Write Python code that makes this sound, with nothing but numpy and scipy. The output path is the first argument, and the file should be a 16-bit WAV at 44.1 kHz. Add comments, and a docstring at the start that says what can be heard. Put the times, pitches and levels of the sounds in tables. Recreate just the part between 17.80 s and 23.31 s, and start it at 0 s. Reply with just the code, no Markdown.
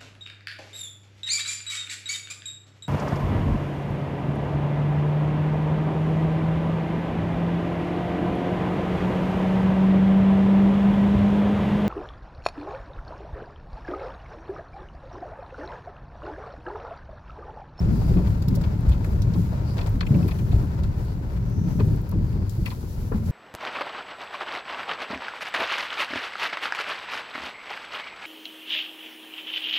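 """Inside a car rolling over a rough dirt road, heard on a phone near the windscreen.
Ruts make the cabin boom, stones drum through the tyres, pebbles thud and grit crunches under the floor.
These are showers of random impacts, coloured by the cabin and made louder in the ruts.
Bumps swing panels as damped tones, and the suspension clunks as dull noise bursts with a short ring.
Loose trim knocks and ticks as filtered bursts, a small metal part rings thinly, and cloth rustles as noise."""
import sys
import numpy as np
from scipy import signal
from scipy.fft import rfft, irfft, next_fast_len
from scipy.io import wavfile
from scipy.ndimage import uniform_filter1d

SR = 44100
rng = np.random.default_rng(int(sys.argv[2]) if len(sys.argv) > 2 else 0)


def put_to_file(sound):
    """Save the sound as 16-bit audio at rate SR, in the file named by the first command-line argument."""
    columns = np.atleast_2d(sound).T  # one column per channel
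    safe = np.clip(columns, -1, 1)
    whole_steps = np.round(safe * 32767)
    wavfile.write(sys.argv[1], SR, whole_steps.astype(np.int16))


N = 242991
TIME = np.arange(N) / SR
SIZE = next_fast_len(N + SR // 2, real=True)  # with room for sounds to ring out
FREQ = np.maximum(np.arange(SIZE // 2 + 1) * SR / SIZE, 1)
TOP_HZ = 15900  # the phone passes nothing much above this


def undb(db):
    """Decibels to gain."""
    return 10 ** (np.asarray(db) / 20)


def unit(x):
    """Scale to an rms of one."""
    return x / np.sqrt(np.mean(np.abs(x) ** 2))


def over_hz(points):
    """Points joined by straight lines on a log-frequency axis."""
    hz, value = np.transpose(points)
    return np.interp(np.log(FREQ), np.log(hz), value)


def peaks_db(modes):
    """The peaks that resonances add to whatever shakes them."""
    return sum(db / (1 + (2 * (FREQ - hz) / width) ** 2) for hz, width, db in modes)


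def through(x, response):
    """Filter by a frequency response."""
    return irfft(rfft(x, SIZE) * response, SIZE)[..., :N]


def causal(db):
    """Response with these levels that rings only after the blow."""
    cepstrum = irfft(np.log(undb(db)))
    half = len(cepstrum) // 2
    # fold the part before the blow onto the part after it
    cepstrum[1:half] *= 2
    cepstrum[half + 1:] = 0
    return np.exp(rfft(cepstrum))


def walk(rate):
    """Random levels that wander about `rate` times a second, with an rms of one."""
    hold = max(int(SR / rate), 2)
    steps = np.repeat(rng.standard_normal(N // hold + 1), hold)
    return unit(uniform_filter1d(steps, hold)[:N])


def add(out, start, sound):
    """Mix a sound in at a time."""
    first = max(int(start * SR), 0)
    part = out[..., first:first + sound.shape[-1]]
    part += sound[..., :part.shape[-1]]


def stones(rate, spread_db, cap=4):
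    """Random impacts of uneven size, `rate` a second on average, as two unrelated pushes."""
    hit = rng.random(N) < rate / SR
    size = undb(spread_db * np.minimum(rng.exponential(size=N), cap))
    return hit * size * rng.standard_normal((2, N))


# resonances of the cabin: pitch_hz, width_hz, boost_db
CABIN_MODES = [(98.2, 11.3, 4.5), (174.5, 20, 1), (324, 69, -1), (384.4, 15, 3), (564, 23, 2.5)]
# which microphone hears more: pitch_hz, left_minus_right_db
LEAN = [(40, 1.1), (110, 1), (200, 3.2), (500, 4.1), (1500, 5.5), (3000, 0), (4800, 5.5), (7000, 3),
        (11000, 1), (15000, 4.4)]
# how alike the two microphones hear: pitch_hz, likeness (0-1)
LIKENESS = [(40, 1), (110, 0.94), (250, 0.85), (420, 0.86), (560, 0.53), (720, 0.16), (950, 0.092),
            (1300, 0.22), (2600, 0.17), (8000, 0.055)]


def cabin(pair, colour):
    """Colour a pair of pushes; long waves reach both microphones alike, short ones do not."""
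    alike = np.clip(over_hz(LIKENESS), 0, 1)
    response = causal(over_hz(colour) + peaks_db(CABIN_MODES))
    mid, side = through(pair, response * np.sqrt([1 + alike, 1 - alike]))
    lean_db = over_hz(LEAN) / 2
    return through(np.array([mid + side, mid - side]), undb([lean_db, -lean_db]))


def swells(table, axis, attack_s, release_s):
    """Summed power of events that rise, hold until their length is over and die away."""
    power = np.zeros(N)
    for row in table:
        age = TIME - row[0]
        rise = np.clip(age / attack_s, 0, 1)
        fall = np.exp(-np.maximum(age - row[-1], 0) / release_s)
        power += (undb(row[axis]) * rise * fall) ** 2
    return power


# roughness of the road, as the level of the steady shaking: time_s, level_db
ROAD = [(0.0, -16.5), (0.24, -19.5), (2.12, -22), (2.26, -20.5), (3.57, -24.5), (3.99, -22.5),
        (5.13, -27.5), (5.45, -25.5)]


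def road_level():
    """Shaking by the steady road in dB, joined by straight lines in time."""
    rows = np.array(ROAD)
    return np.interp(TIME, rows[:, 0], rows[:, 1])


RUT_ATTACK_S, RUT_RELEASE_S = 0.011, 0.048
# the wheels cross a rut or a stony patch: start_s, boom_db, drum_db, grit_db, length_s
RUTS = [(.04, -28, -24.5, -70, 0.23), (.27, -20, -23.5, -46, 0.13), (.44, -24, -27, -45.5, 0.073),
        (.67, -27.5, -20.5, -44.5, 0.078), (.75, -41, -28.5, -56, 0.07), (.85, -23, -25, -70, 0.049),
        (1.04, -22, -39, -44.5, 0.099), (1.31, -19.5, -27, -75, 0.076), (1.44, -25, -24, -51, 0.057),
        (1.56, -35, -22, -61, 0.045), (1.68, -44, -39, -48, 0.3), (1.96, -47, -49, -39, 0.056),
        (2.05, -19, -49, -42, 0.015), (2.12, -25, -26, -63, 0.039), (2.3, -52, -19.5, -46, 0.091),
        (2.43, -25, -28, -52, 0.042), (2.6, -25, -29.5, -77, 0.16), (2.72, -23.5, -34, -46, 0.091),
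        (2.97, -23.5, -31.5, -53, 0.13), (3.14, -31.5, -56, -51.5, 0.18), (3.52, -27.5, -36.5, -55, 0.19),
        (3.76, -45, -24.5, -51.5, 0.15), (3.95, -25, -23, -59, 0.19), (4.33, -23.5, -25.5, -58, 0.11),
        (4.5, -27, -30, -55.5, 0.15), (4.78, -23.5, -30, -68, 0.05), (5.17, -27, -40, -55, 0.061),
        (5.33, -26.5, -35, -46, 0.054), (5.46, -24, -30, -46.5, 0.11)]


def with_ruts(steady_db, axis):
    """Level in dB of the steady road with the surges of the ruts on top."""
    return 10 * np.log10(undb(steady_db) ** 2 + swells(RUTS, axis, RUT_ATTACK_S, RUT_RELEASE_S))


def rumble(colour, level_db, rate, spread_db, even_s):
    """Impacts shake the body; their own ups and downs are evened out so the road sets the level."""
    shake = cabin(stones(rate, spread_db), colour)
    power = uniform_filter1d(np.mean(shake, axis=0) ** 2, max(int(even_s * SR), 2))
    return shake / np.sqrt(power + 1e-18) * undb(level_db)


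BOOM_DB = -4.5  # against the steady shaking
# tone colour of the cabin boom: pitch_hz, relative_level_db
BOOM = [(12, -52.5), (22, -8), (34, 5), (60, 5.5), (80, 6.5), (125, 2.5), (160, -28), (280, -120)]


def cabin_boom(road_db):
    """Ruts shake the whole body, and the cabin booms in the deep bass."""
    return rumble(BOOM, with_ruts(road_db + BOOM_DB, axis=1), rate=600, spread_db=1, even_s=0.051)


DRUM_DB = -8  # against the steady shaking
# tone colour of the tyre drumming: pitch_hz, relative_level_db
DRUM = [(59, -28), (100, -1.5), (177, -1.5), (242, -12.5), (316, -16), (351, -26), (392, -22.5),
        (520, -38.5), (680, -56), (1140, -120)]


def tyre_drumming(drum_db):
    """Stones drum through the tyres, above the boom in pitch."""
    return rumble(DRUM, drum_db, rate=1100, spread_db=1.02, even_s=0.047)


PEBBLE_DB, NOMINAL_DRUM_DB = -46, -27  # the thuds have the first level when the drumming has the second
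PEBBLE_DB_PER_DB = 0.28  # how the thuds grow with the drumming
# tone colour of the pebbles: pitch_hz, relative_level_db
PEBBLES = [(150, -26), (260, 1), (330, 9), (450, 3.5), (580, -6.5), (750, -12), (1300, -32.5), (3000, -71)]
# stony stretches where pebbles roar under the floor: start_s, level_db, length_s
STONY = [(.02, -38, .07), (.27, -36, 0.13), (.8, -43, .08), (1.26, -35, 0.02), (2.31, -37.5, 0.16),
         (2.72, -41.5, .1), (4.03, -41, 0.12), (4.34, -41.5, 0.058)]


def pebbles(drum_db):
    """Pebbles thud under the treads, harder where the tyres drum; on stony stretches they merge into a roar."""
    thuds = unit(cabin(stones(rate=260, spread_db=1.6), PEBBLES))
    thud_db = PEBBLE_DB + PEBBLE_DB_PER_DB * (drum_db - NOMINAL_DRUM_DB)
    roar = unit(cabin(stones(rate=700, spread_db=2.5), PEBBLES))
    stony_power = swells(STONY, axis=1, attack_s=RUT_ATTACK_S, release_s=RUT_RELEASE_S)
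    return roar * np.sqrt(stony_power) + thuds * undb(thud_db)


SMOOTH_ROAD_DB, GRIT_DB = -24.5, -23  # at this shaking the steady grit lies GRIT_DB against it
GRIT_DB_PER_DB = 0.92  # how the grit grows with the shaking
# tone colour of the grit: pitch_hz, relative_level_db
GRIT = [(350, -4.5), (480, 1), (620, 1.5), (800, -2.5), (930, 1), (1150, -7.5), (1350, -5.5), (1700, -10.5),
        (2500, -15), (3200, -20), (4600, -19.5), (6000, -24.5), (7600, -25.5), (8800, -37), (12000, -30)]


def gravel(road_db):
    """Grit crunches unevenly under the tread, harder on rough ground and in the ruts."""
    crunch = unit(cabin(stones(rate=6000, spread_db=-1.5), GRIT))
    steady_db = SMOOTH_ROAD_DB + GRIT_DB + GRIT_DB_PER_DB * (road_db - SMOOTH_ROAD_DB)
    uneven_db = 1.07 * walk(rate=68) + 0.96 * walk(rate=14)
    return crunch * undb(with_ruts(steady_db, axis=3) + uneven_db)


CLOTH_DB = -63.5  # the rustle at rest
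SWAY_ATTACK_S, SWAY_RELEASE_S = .04, .11
# tone colour of the rustle: pitch_hz, relative_level_db
RUSTLE = [(2500, 1), (4800, 3), (7500, 2), (8800, -4), (11000, 4), (15800, 1)]
# the car sways and cloth shifts: start_s, level_db, length_s
SWAYS = [(.09, -54, 0.14), (.25, -52.5, 0.085), (.44, -51, 0.032), (1.05, -62, .04), (1.22, -57, 0.082),
         (1.52, -53.5, 0.1), (1.87, -59, 0.21), (2.24, -57, 0.15), (2.37, -54, 0.26), (2.68, -57, 0.14),
         (2.91, -63, 0.068), (3.16, -56.5, 0.045), (3.86, -56, 0.24), (4.42, -60.5, 0.098),
         (4.67, -55.5, 0.19), (4.835, -50.5, 0.11), (4.98, -54.5, 0.22), (5.18, -56, 0.15),
         (5.43, -50, 0.032)]
# cloth sliding on a seat: middle_s, level_db, length_s, pitch_hz
SLIDES = [(0.248, -59, 0.43, 4800), (1.903, -54, 0.1, 4700), (2.44, -60.5, 0.16, 4900),
          (3.292, -61, 0.12, 4400), (3.834, -60.5, 0.37, 5900), (4.73, -64, 0.81, 4600)]


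def cloth():
    """Cloth rustles as the car sways; slides hiss in a narrow band and near its octave."""
    sway_power = swells(SWAYS, axis=1, attack_s=SWAY_ATTACK_S, release_s=SWAY_RELEASE_S)
    sway = np.sqrt(undb(CLOTH_DB) ** 2 + sway_power)
    rustle = unit(cabin(stones(rate=42000, spread_db=2.5), RUSTLE)) * sway * undb(1.5 * walk(rate=26))
    for middle, db, length, hz in SLIDES:
        band = 1 / (1 + ((FREQ - hz) / 450) ** 2)
        band += undb(-17) / (1 + ((FREQ - 2.1 * hz) / 900) ** 2)
        hiss = unit(through(rng.standard_normal((2, N)), band))
        swell = undb(db) * np.exp(-(2 * (TIME - middle) / length) ** 2)
        rustle = rustle + swell * hiss * undb([[2.5], [-2.5]])  # stronger on the left
    return rustle


# thin rings of a jolted small metal part: start_s, level_db, pitch_hz, time_to_fall_60_db_s
CHINK = [(4.861, -53, 12130, .35), (4.861, -60, 12600, .5), (4.861, -60, 11190, .4),
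         (4.861, -64, 13150, .8), (5.3, -66, 13150, .4)]


def chink():
    """A thin metallic ring that dies slowly."""
    out = np.zeros(N)
    for start, db, hz, t60 in CHINK:
        add(out, start, undb(db - 60 * TIME / t60) * np.sin(2 * np.pi * hz * TIME))
    return out


# bumps that swing a body panel: start_s, level_db (before a common cut), pitch_hz, length_s
BUMPS = [(.36, -6.5, 177.3, 0.041), (1.063, -2, 61.6, 0.084), (1.56, -9, 175, 0.063),
         (2.304, -0.5, 137, 0.023), (2.335, -8.5, 176.6, 0.14), (2.722, -6.5, 58, 0.1),
         (2.733, -1.5, 107, 0.024), (3.998, -18, 428, 0.019), (4.012, -10.5, 115.5, 0.062),
         (4.373, -9.5, 101, 0.033), (5.343, -11.5, 211.7, 0.036), (5.367, -24, 220.4, 0.14)]


def bumps():
    """Each bump swings a panel: a quick swell and a damped fall."""
    out = np.zeros(N)
    t = TIME[:SR // 2]
    for start, db, hz, length in BUMPS:
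        age = t / (length * 0.35)  # the swing is widest when this reaches one
        swing = (age * np.exp(1 - age)) ** 2
        add(out, start, undb(db - 7.5) * swing * np.sin(2 * np.pi * hz * t))
    return out * undb([[.8], [-.8]])  # slightly stronger on the left


CONTACT_RISE_S = .002  # how fast the contacts build up


def chatter(length, tail_db, tail_s, grain_db):
    """A burst of tiny contacts and its short cabin echo, with the energy of unit rms over its length."""
    t = TIME[:SR // 8]
    grains = np.repeat(rng.standard_normal(len(t)), SR // 2000)[:len(t)]  # about 2000 a second
    burst = (1 - np.exp(-t / CONTACT_RISE_S)) * np.exp(-(t / length) ** 2) * undb(grain_db * grains)
    echo = undb(tail_db) * np.exp(-t / tail_s) * (1 - np.exp(-2 * t / length))
    sound = (burst + echo) * rng.standard_normal((2, len(t)))
    return unit(sound) * np.sqrt(length * SR / len(t))


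CLUNK_RISE_S, CLUNK_RING_S = 0.0015, 0.0092  # the ring swells and dies away
CLUNK_SAG, CLUNK_SAG_S = .07, .012  # a struck panel starts this share sharp and relaxes in this time
# tone colour of the blows: pitch_hz, relative_level_db
CLUNK = [(150, 7), (300, 11), (420, 6.5), (600, -2.5), (1000, -1.5), (1500, -13.5), (2400, -31),
         (5000, -62)]
# suspension clunks, each ringing a floor panel: start_s, blow_db, length_s, pitch_hz, ring_peak_db (on the left)
CLUNKS = [(0.15, -56, .006, 308, -34), (0.215, -35, 0.0039, 750, -34), (0.365, -34, 0.036, 294, -20.5),
          (0.393, -36, 0.006, 586, -30), (0.77, -41, 0.029, 546, -31.5), (1.553, -37, 0.038, 310, -22.5),
          (1.727, -41, 0.019, 613, -32), (2.348, -34, 0.0049, 556, -27), (2.4, -46, 0.0096, 557, -32),
          (2.447, -44, 0.012, 296, -19.5), (2.729, -43, 0.015, 684, -32.5),
          (2.834, -34.5, 0.012, 274, -22.5), (3.989, -32.5, 0.019, 570, -32),
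          (4.32, -31.5, 0.0047, 636, -44), (4.358, -56, 0.018, 307, -24.5), (4.791, -42, 0.012, 315, -26),
          (5.027, -30.5, 0.0037, 440, -48), (5.315, -29.5, 0.033, 426, -27)]


def clunks():
    """The suspension strikes its rubber stops: dull blows through the floor, each with a short solid ring."""
    blows, rings = np.zeros((2, N)), np.zeros(N)
    t = TIME[:SR // 8]
    swell = (1 - np.exp(-t / CLUNK_RISE_S)) * np.exp(-t / CLUNK_RING_S)
    swell = swell / swell.max()
    relaxing = t + CLUNK_SAG * CLUNK_SAG_S * (1 - np.exp(-t / CLUNK_SAG_S))
    for start, db, length, hz, ring_db in CLUNKS:
        blow = chatter(length, tail_db=-13, tail_s=.025, grain_db=4)
        add(blows, start, undb(db) * blow)
        add(rings, start, undb(ring_db) * swell * np.sin(2 * np.pi * hz * relaxing))
    return unit(cabin(blows, CLUNK)) * np.std(blows) + rings * undb([[0], [-4]])


SPOT_DB = 2  # how much the struck spot changes the colour


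def rattles(table, dry, ringing, blow_db, tail_db, tail_s, grain_db):
    """A loose part strikes its seat once and chatters on; the contact's hardness picks the pitch region."""
    out, count = np.zeros((2, N)), 2 * (SR // 10)
    hz = np.maximum(np.fft.rfftfreq(count, 1 / SR), 1)
    # shorten both responses to the span of one rattle
    dry, ringing = (unit(rfft(irfft(response, SIZE)[:count])) for response in (dry, ringing))
    for start, db, length, centre_hz, focus_db, pan_db in table:
        length = max(length, .001)
        force = chatter(length, tail_db, tail_s, grain_db)
        force[:, SR // 1000] += undb(blow_db) * np.sqrt(length * SR)  # the first blow, at 1 ms
        # light touches clatter drily; hard blws set the whole panel ringing
        share = np.interp(db, [-40, -32], [.3, 1])
        mix = (1 - share) * dry + share * ringing
        octaves = np.minimum(np.abs(np.log2(hz / centre_hz)), 2)
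        # every blow lands on another spot, which favours other resonances
        spot_db = SPOT_DB * np.interp(hz, np.geomspace(300, TOP_HZ, 40), rng.standard_normal(40))
        colour = unit(mix * causal(focus_db * octaves + spot_db))
        sound = irfft(rfft(force, count) * colour, count) / np.hypot(1, undb(blow_db))
        add(out, start, sound * undb([[db + pan_db / 2], [db - pan_db / 2]]))
    return out


BENDING_S = .0075  # the most that the bass of a knock lags behind its treble
# tone colours of knocks and of ticks: pitch_hz, relative_level_db
KNOCK = [(400, -12), (900, 12.5), (1500, 1.5), (2400, 0), (3050, -3), (3800, -5.5), (4600, -2),
         (5400, -7.5), (6500, -11), (7800, -10), (9000, -18), (15000, -14.5)]
TICK = [(1500, -2), (3000, 0.5), (4000, 7.5), (5200, 2.5), (6300, -1), (7500, -0.5), (9000, -9),
        (11000, -0.5), (13500, 0.5), (16000, 1)]
# resonances of the panels and of the small hard parts: pitch_hz, width_hz, boost_db
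TRIM_MODES = [(700, 160, 4), (1000, 90, 13), (1319, 110, 4), (1650, 240, 3), (2030, 110, 10),
              (2420, 170, 9), (2615, 130, 10), (3170, 90, 3), (3480, 240, 5), (4250, 190, 10),
              (4560, 190, 7), (5450, 400, 5)]
TICK_MODES = [(3400, 400, 4), (4200, 300, 2), (4720, 300, 3), (5400, 700, 3), (6300, 300, 4),
              (8970, 300, 8), (12900, 500, 4)]
# loose trim knocking, then small hard parts ticking and scraping, both with the columns:
# start_s, level_db, length_s, centre_hz, change_db_per_octave (away from the centre), left_minus_right_db
KNOCKS = [(0.216, -42, .002, 900, -7, 0), (0.335, -51, .012, 2800, -10, 2),
          (0.365, -49.5, 0.027, 2600, -10, 0), (0.469, -45, .012, 2500, 0, 9),
          (0.836, -40, .012, 2670, -4, 4.5), (1.116, -45, 0.007, 3520, -25, 5),
          (1.127, -48, 0.013, 3350, -18, 2), (1.241, -40, .008, 1620, -12, 7.5),
          (1.537, -48, 0.013, 4080, -7, 4), (1.979, -40, 0.0079, 3320, -7, 2),
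          (1.987, -39, .006, 3000, -6, 5), (2.011, -37, 0.0087, 3200, -5, -1),
          (2.062, -42.5, .0065, 2180, -3, 10), (2.206, -28.5, 0.0083, 3160, -5.5, 4),
          (2.224, -38, .011, 1690, -10, 8), (2.2645, -38.5, 0.0093, 2740, -21, 1),
          (2.341, -43.5, .0078, 2480, -14, -1), (2.425, -44, .0049, 2580, -8, 0),
          (2.478, -41.5, 0.021, 2500, -2.5, 5), (2.509, -38.5, 0.012, 2580, -5.5, 2.5),
          (2.585, -46.5, 0.017, 2250, -3, 8), (2.714, -46, 0.019, 3520, -4.5, 2),
          (2.808, -41, 0.0048, 900, -7, 1), (3.034, -48.5, 0.0089, 4160, -4, 12),
          (3.563, -54.5, 0.013, 2400, -3, 17), (3.996, -37.5, 0.018, 1830, -6, 1),
          (4.3215, -40, .003, 1100, -9, 2), (4.618, -48.5, .01, 1300, -9, 6),
          (4.856, -36, 0.0066, 2700, -17, 6), (4.860, -31.5, 0.0072, 2470, -8, 4),
          (4.871, -40, 0.011, 1800, 0, 9), (4.903, -37.5, 0.0022, 4200, -10, -1),
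          (4.907, -46.5, .016, 3500, -6, -1), (4.909, -44, 0.018, 1100, -5, 9),
          (5.317, -42.5, 0.015, 1380, -13, 0)]
TICKS = [(0.619, -47.5, 0.0098, 8800, -4, 4), (0.681, -40, 0.0088, 9500, -3, 4),
         (0.7495, -41, 0.014, 9200, -5, 3), (0.811, -48, 0.0094, 8950, -3, 1),
         (1.005, -54, 0.0037, 10000, -13, 6), (1.087, -51, 0.013, 8000, -11, 5),
         (1.244, -47, .007, 8000, -5, 6), (1.4195, -34, 0.0017, 5600, -6.5, -2),
         (1.536, -51.5, .0037, 5500, -4, -13), (2.068, -47.5, .0061, 8000, -12, 1),
         (2.092, -44, .0024, 13000, -15, 0), (2.207, -51, 0.0079, 6530, -15, 1),
         (2.266, -51, .005, 7400, -21, 4), (2.479, -47, 0.0091, 10900, -14, 8),
         (2.587, -52, .0059, 10100, -7, 5), (3.032, -52, 0.0092, 9000, -5, 1),
         (3.249, -55, .003, 11000, -11, 3), (3.697, -53, .0032, 10000, -10, -3),
         (4.158, -54, 0.0066, 9900, -7, 8), (4.214, -54, .0037, 12000, -12, 13),
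         (4.29, -47, .0069, 13000, -10, 7), (4.312, -45.5, 0.0036, 10700, -6, 5),
         (4.694, -41.5, 0.0021, 7450, -7, 15.5), (4.857, -43, 0.011, 10000, -8, -2)]


def trim():
    """Plastic panels knock with their own resonances; small hard parts tick with higher ones."""
    # bending waves travel slower at low pitch, so each knock falls from treble to bass
    lag_s = BENDING_S * np.clip(np.sqrt(1000 / FREQ) - .47, 0, 1)
    bending = np.exp(-2j * np.pi * np.cumsum(lag_s) * SR / SIZE)
    clatter = causal(over_hz(KNOCK)) * bending
    panel = causal(over_hz(KNOCK) + peaks_db(TRIM_MODES)) * bending
    tick = causal(over_hz(TICK) + peaks_db(TICK_MODES))
    knocks = rattles(KNOCKS, clatter, panel, blow_db=-10, tail_db=-14, tail_s=.018, grain_db=3)
    ticks = rattles(TICKS, tick, tick, blow_db=-17, tail_db=-15, tail_s=.012, grain_db=3)
    return knocks + ticks


# how much later the sound reaches the left microphone: pitch_hz, lag_s
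LEFT_LAG = [(400, 0), (600, .0003), (1000, .00035), (2600, .00025), (5000, .00021)]


def scene():
    """Road noise with the knocks and rattles on top, reaching the left microphone a little later."""
    road_db = road_level()
    drum_db = with_ruts(road_db + DRUM_DB, axis=2)
    road = cabin_boom(road_db) + tyre_drumming(drum_db) + pebbles(drum_db) + gravel(road_db)
    left, right = road + cloth() + chink() + bumps() + clunks() + trim()
    later = np.exp(-2j * np.pi * FREQ * over_hz(LEFT_LAG))
    return np.array([through(left, later), right])


def record(dry):
    """The phone cuts the top with a steep low-pass filter."""
    return signal.sosfilt(signal.ellip(10, .2, 80, TOP_HZ, fs=SR, output="sos"), dry)


dry = scene()
out = record(dry)
put_to_file(out)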